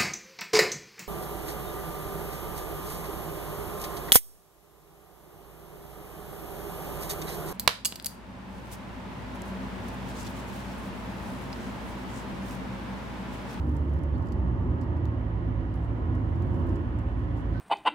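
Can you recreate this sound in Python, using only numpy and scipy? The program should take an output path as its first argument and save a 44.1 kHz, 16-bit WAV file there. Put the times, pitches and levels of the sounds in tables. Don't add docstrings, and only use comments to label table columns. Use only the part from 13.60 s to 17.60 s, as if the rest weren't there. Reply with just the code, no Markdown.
import sys
import numpy as np
from scipy import signal
from scipy.fft import rfft, irfft, next_fast_len
from scipy.io import wavfile
from scipy.ndimage import map_coordinates

SR = 44100
rng = np.random.default_rng(int(sys.argv[2]) if len(sys.argv) > 2 else 0)


def transcribe(u):
    v = np.clip(np.atleast_2d(u).T, -1, 1)
    q = np.round(v * 32767).astype(np.int16)
    wavfile.write(sys.argv[1], SR, q)


N = 176400

# (time [s], firing rate [Hz], harmonic 1 [dB], harmonic 2 [dB], harmonic 3 [dB])
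NEAR_ENGINE_RUN = [(0, 71.64, -26.5, -38.5, -60), (.65, 71.8, -32.5, -44.5, -63.5),
                   (.85, 63.3, -29.5, -38, -35.5), (1.05, 59.66, -36, -34.5, -47.5),
                   (1.35, 55.97, -47, -36, -50), (1.6, 54.45, -35, -33.5, -44.5),
                   (2.2, 53.96, -36.5, -35.5, -40), (2.75, 54.3, -34, -33.5, -59),
                   (3.05, 54.21, -36, -41.5, -48), (3.3, 54.55, -36, -35.5, -48.5),
                   (4, 54.9, -33, -37.5, -43.5)]
# (time [s], firing rate [Hz], base level [dB])
FAR_ENGINE_RUN = [(0, 81.44, -41), (.85, 84, -46), (1.05, 82.27, -32.5), (1.3, 83.47, -37.5),
                  (1.47, 76.77, -34), (1.6, 71.94, -42.5), (1.8, 65.63, -44.5), (2.25, 65.85, -40),
                  (2.5, 79, -37.5), (2.8, 84.15, -40), (3.05, 83.86, -37), (3.35, 78, -36.5),
                  (3.55, 69.15, -42), (3.9, 82.55, -40)]
# (multiple of firing rate, level re base [dB])
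FAR_HARMONICS = [(1, 3.5), (2, -29), (3, -17), (4, -15)]
# (frequency [Hz], left-right correlation)
ROOM_COHERENCE = [(50, 0.73), (100, 0.98), (150, 0.62), (290, 0.99), (400, 0.73), (650, 0.2), (900, 0.51),
                  (1250, 0.29), (1500, 0.96), (1800, 0.59), (2200, 0.19), (4000, 0.096)]
# (frequency [Hz], left phase lead [rad])
ROOM_PHASE = [(50, 0.2), (300, 0), (900, 0.52), (1150, 1.76), (1400, 1.5), (1900, 4.5), (2300, 5),
              (3100, 9.5)]
# (frequency [Hz], left [dB/Hz], right [dB/Hz])
ROAR_SPECTRUM = [(22.7, -94, -91), (36, -74.5, -70), (50.4, -54, -50.5), (91, -54.5, -50.5),
                 (146, -62.5, -56), (206, -61.5, -61.5), (227, -67.5, -68.5), (263, -67.5, -57),
                 (339, -67, -66), (400.6, -73, -71.5), (473, -75, -73), (515, -73.5, -71.5),
                 (694, -75, -75), (1000, -78.5, -76), (1288, -81, -78), (1360, -88.5, -82),
                 (1710, -83.5, -79.5), (2230, -99, -89.5), (2550, -103, -94), (2970, -103, -90.5),
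                 (3550, -113, -100), (5150, -122, -112), (8000, -135, -130)]
# (frequency [Hz], half-width [Hz], strength [dB])
ROOM_MODES = [(247.7, 7, -46.5), (296.4, 6.1, -51), (326.3, 11, -52), (350.7, 8.4, -52.5),
              (405.6, 5.2, -59), (524, 4.3, -65.5), (553.3, 7.8, -59), (633.5, 14, -64.5),
              (914, 7.4, -62.5), (988, 25, -62.5), (1074, 6.9, -61.5)]
CROSSOVERS_HZ = [218, 430, 740, 1350]
# (time [s], swell [relative])
ROAR_SWELL = [(0, -1.5), (.5, 0.6), (.85, 1.5), (1.15, 1), (1.55, -1), (1.85, 0), (2.2, -2.1), (2.45, 0),
              (2.7, 2), (2.98, 4.5), (3.15, 1.5), (3.45, -2.5), (3.7, -0.5), (4, 0)]
# (time [s], gain [dB])
LOW_MID_GAIN = [(0, 0), (.3, 0.8), (.45, 0), (.95, 0.5), (1.12, 3.7), (1.5, -0.2), (2.25, -2), (2.4, 2),
                (2.75, 0), (2.949, 4), (3.15, 4), (3.5, -5.5), (3.88, -0.9), (4, -2.5)]
# (time [s], gain [dB])
TYRE_GAIN = [(0, 1.5), (.5, -1.8), (.62, 2.1), (.8, -0.5), (.95, 1.5), (1.35, 1.5), (1.5, -0.7),
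             (2.15, -1.5), (2.37, 1.2), (2.85, 1), (3.02, 3), (3.2, 1), (3.6, -1), (3.85, -0.4), (4, -1)]
# (time [s], gain [dB])
TREBLE_GAIN = [(0, -0.5), (.3, 0.3), (.9, -1), (1.5, 0.4), (2.1, 0.5), (2.4, 0.7), (3.1, 1), (3.7, 1.5),
               (4, 2.5)]
# (frequency [Hz], left [dB/Hz], right [dB/Hz])
HISS_SPECTRUM = [(2000, -116, -114), (5500, -115, -114), (6600, -115, -116), (7160, -115, -128),
                 (8650, -120, -121), (10500, -133, -122), (12800, -136, -120), (13400, -145, -143)]
# (time [s], level [dB])
RUSTLE_LEVEL = [(0, -71), (.17, -70.5), (.25, -75.5), (.36, -74.5), (.48, -80.5), (.66, -75.5),
                (.95, -82.5), (1.95, -96.5), (2.2, -76), (2.4, -82), (2.85, -75), (3.1, -70), (3.25, -79.5),
                (3.6, -76.5), (3.85, -79), (4, -74.5)]
# (frequency [Hz], left gain [dB], right gain [dB])
RUSTLE_SPECTRUM = [(1500, -15, -8), (3940, 0, 8.5), (6460, -2, 2), (7650, 3.5, -4), (10000, -13.5, 1.5),
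                   (12600, -22, 5), (13500, -14.5, -5.5), (15000, -21, -15)]
# (time [s], right peak [dB], tilt above 4 kHz [dB/octave])
CAMERA_CLICKS = [(.094, -45, 2.5), (.338, -41, 5.5), (.365, -46.5, 5.5), (.39, -49, 3), (.436, -41, 1),
                 (1.4552, -35, -2), (2.141, -43, -7), (2.157, -43.5, 6), (2.823, -39, -3.5),
                 (3.068, -46.5, 5.5), (3.094, -45.5, -1.5)]
# (frequency [Hz], gain [dB])
CLICK_SPECTRUM = [(1500, 1.5), (4000, 1.5), (6500, 3.5), (8000, -2.5), (12000, 2.5), (15000, -6)]
# (time [s], level [dB], left minus right [dB], wall ring offset [dB])
SHELL_TICKS = [(.166, -53.5, 0, -16), (.295, -63.5, 1.5, -9), (.581, -65.5, 3, -3), (.624, -63.5, 4, 1),
               (.659, -64, 6, -8), (.670, -59.5, 2.5, -4), (.686, -61.5, 2, 2), (0.7217, -52.5, 0, 0.5),
               (1.2127, -57, -5.5, -1.5), (1.218, -63, -1.5, 6), (1.235, -64, 5, -2.5), (1.369, -66, 1, -2),
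               (2.551, -62, 3.5, -1), (2.757, -63.5, 6, -8), (2.942, -63.5, -1, -4),
               (3.088, -64.5, 1.5, -5), (3.157, -57, 1, -2), (3.388, -57.5, 1.5, -4), (3.771, -64.5, 8, -3)]
# (frequency [Hz], gain [dB])
SHELL_SPECTRUM = [(1500, -19), (3500, -7), (5900, -7.5), (7200, -1.5), (9500, -11), (14000, -11)]
# (time [s], length [s], centre [Hz], half-width [Hz], level at midpoint [dB])
SKIN_SQUEAKS = [(0.524, 0.034, 3400, 250, -68), (0.532, 0.051, 4400, 350, -71),
                (2.215, .06, 7930, 3000, -76), (3.742, .1, 7440, 3800, -73.5),
                (3.874, 0.2, 4104, 1000, -67.5), (3.924, 0.091, 1526, 15, -53.5)]


def amp(db):
    return 10 ** (np.asarray(db) / 20)


def unit_rms(x):
    return x / np.sqrt(np.mean(x ** 2) + 1e-20)


def along(table, hz):
    f, *cols = np.transpose(table)
    return np.array([np.interp(np.log(hz + 1), np.log(f + 1), c) for c in cols])


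def curves(table):
    time_s, *cols = np.transpose(table)
    return [np.interp(np.arange(N) / SR, time_s, c) for c in cols]


def wobble(rate_hz):
    return map_coordinates(rng.standard_normal(400), [np.arange(N) * rate_hz / SR], mode="wrap")


def filtered(x, response):
    n = x.shape[-1]
    m = next_fast_len(n + 8192)
    return irfft(rfft(x, m) * response(np.fft.rfftfreq(m, 1 / SR)), m)[..., :n]


def noise(response, n=N):
    return filtered(rng.standard_normal((2, n)), response)


def resonance(f, hz, half_width_hz):
    return 1 / (1 + ((f - hz) / half_width_hz) ** 2)


def panned(pan_db):
    return amp(np.array([[pan_db], [-pan_db]]) / 2)


def add(track, time_s, sound):
    part = track[:, round(time_s * SR):][:, :sound.shape[-1]]
    part += sound[:, :part.shape[-1]]


def drone(rate_hz, harmonics, jitter, flutter_db, left_lead_rad=0.11):
    phase = 2 * np.pi * np.cumsum(rate_hz * (1 + jitter * wobble(12))) / SR
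    lead = np.array([[left_lead_rad], [0]])
    out = 0
    for k, db in harmonics:
        gain = amp(db + flutter_db * wobble(9))
        out += gain * np.sin(k * phase + lead + 2 * np.pi * rng.random())
    return np.sqrt(2) * panned(-2) * out


def engines():
    near_hz, *near_db = curves(NEAR_ENGINE_RUN)
    near = drone(near_hz, enumerate(near_db, 1), jitter=0.0022, flutter_db=0.9)
    far_hz, far_db = curves(FAR_ENGINE_RUN)
    far = drone(far_hz, [(k, far_db + db) for k, db in FAR_HARMONICS], jitter=0.03062, flutter_db=0.5)
    return near + far


def room_noise():
    angle = lambda f: np.arccos(np.clip(along(ROOM_COHERENCE, f)[0], -1, 1)) / 2
    mid, side = noise(lambda f: np.array([np.cos(angle(f)), np.sin(angle(f))]))
    phase_shift = lambda f: np.exp(.5j * along(ROOM_PHASE, f) * [[1], [-1]])
    return np.sqrt(SR / 2) * filtered(np.array([mid + side, mid - side]), phase_shift)


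def roar(ripple_db=3, ripple_hz=22.1, drift_s=1.1):
    ripples = rng.standard_normal((6, 1024))
    source, out = room_noise(), 0
    depth_db = lambda f: ripple_db * f / (f + 400) / (1 + f / 4000)
    for k, knots in enumerate(ripples):
        ripple = lambda f: map_coordinates(knots, [f / ripple_hz], mode="wrap")
        coloured = filtered(source, lambda f: amp(along(ROAR_SPECTRUM, f) + depth_db(f) * ripple(f)))
        crossfade = np.cos(np.pi / 2 * np.clip(np.arange(N) / SR / drift_s - k, -1, 1)) ** 2
        out += crossfade * coloured
    return out


def room_ring():
    modes = lambda f: sum(amp(db) / np.sqrt(width_hz) * resonance(f, hz, width_hz)
                          for hz, width_hz, db in ROOM_MODES)
    return filtered(room_noise(), modes) * panned(-2)


def traffic(bass_db_per_swell=1.2, mid_db_per_swell=0.36):
    rumble = roar() + room_ring()
    lowpassed = [filtered(rumble, lambda f: 1 / (1 + (f / hz) ** 8)) for hz in CROSSOVERS_HZ]
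    bands = np.diff([0 * rumble, *lowpassed, rumble], axis=0)
    contours = ROAR_SWELL, LOW_MID_GAIN, TYRE_GAIN, TREBLE_GAIN
    swell, low_mid_db, tyre_db, treble_db = [curves(table)[0] for table in contours]
    gains_db = bass_db_per_swell * swell, low_mid_db, mid_db_per_swell * swell, tyre_db, treble_db
    return sum(band * amp(db) for band, db in zip(bands, gains_db))


def hiss():
    return np.sqrt(SR / 2) * noise(lambda f: amp(along(HISS_SPECTRUM, f)))


def rustle(grain_db=3.0, slips_per_s=110, slip_spread_db=2.5, slip_t60_s=.008, crackle_db=-5.5):
    level_db, = curves(RUSTLE_LEVEL)
    grains = rng.standard_normal((2, N)) * amp(grain_db * wobble(200))
    onsets = rng.random(N) < slips_per_s / SR
    slips = onsets * amp(slip_spread_db * np.clip(rng.standard_normal(N), -2, 2))
    decay = amp(-60 * np.arange(SR // 20) / SR / slip_t60_s)
    envelope = signal.fftconvolve(slips, decay)[:N]
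    crackle = amp(crackle_db) * unit_rms(envelope * rng.standard_normal((2, N)))
    friction = filtered(unit_rms(grains) + crackle, lambda f: amp(along(RUSTLE_SPECTRUM, f)))
    return amp(level_db) * unit_rms(friction)


def camera_clicks(t60_s=0.0012, tail_db=-17.5, tail_t60_s=.02, left_db=-15.5, pivot_hz=8000):
    out, t = np.zeros((2, N)), np.arange(SR // 10) / SR
    envelope = amp(-60 * t / t60_s) + amp(tail_db - 60 * t / tail_t60_s)
    octaves = lambda f: np.log2(np.maximum(f / pivot_hz, 1 / 2))
    for time_s, db, tilt in CAMERA_CLICKS:
        snap = envelope * noise(lambda f: amp(along(CLICK_SPECTRUM, f) + tilt * octaves(f)), len(t))
        snap /= np.abs(snap).max(axis=1, keepdims=True)
        add(out, time_s, snap * amp([[db + left_db], [db]]))
    return out


def shell_ticks(attack_s=0.00017, t60_s=0.031, wall_hz=4900, wall_db=-4, wall_t60_s=0.05):
    out, t = np.zeros((2, N)), np.arange(SR // 10) / SR
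    attack = 1 - np.exp(-t / attack_s)
    for time_s, db, pan_db, offset_db in SHELL_TICKS:
        shell = unit_rms(noise(lambda f: amp(along(SHELL_SPECTRUM, f)), len(t)))
        shell *= amp(-60 * t / t60_s)
        wall = unit_rms(noise(lambda f: resonance(f, wall_hz, half_width_hz=560), len(t)))
        wall *= amp(wall_db + offset_db - 60 * t / wall_t60_s)
        add(out, time_s, (shell + wall) * amp(db) * attack * panned(pan_db))
    return out


def squeaks(pan_db=-8):
    out = np.zeros((2, N))
    for time_s, length_s, hz, width_hz, db in SKIN_SQUEAKS:
        n = round(length_s * SR)
        scrape = noise(lambda f: resonance(f, hz, width_hz), SR // 4)[:, :n]
        add(out, time_s, amp(db) * unit_rms(scrape) * np.hanning(n) * panned(pan_db))
    return out


def scene():
    return engines() + traffic() + hiss() + rustle() + shell_ticks() + camera_clicks() + squeaks()


def record(dry):
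    cutoff_hz = 14600
    return filtered(dry, lambda f: f < cutoff_hz)


dry = scene()
out = record(dry)
transcribe(out)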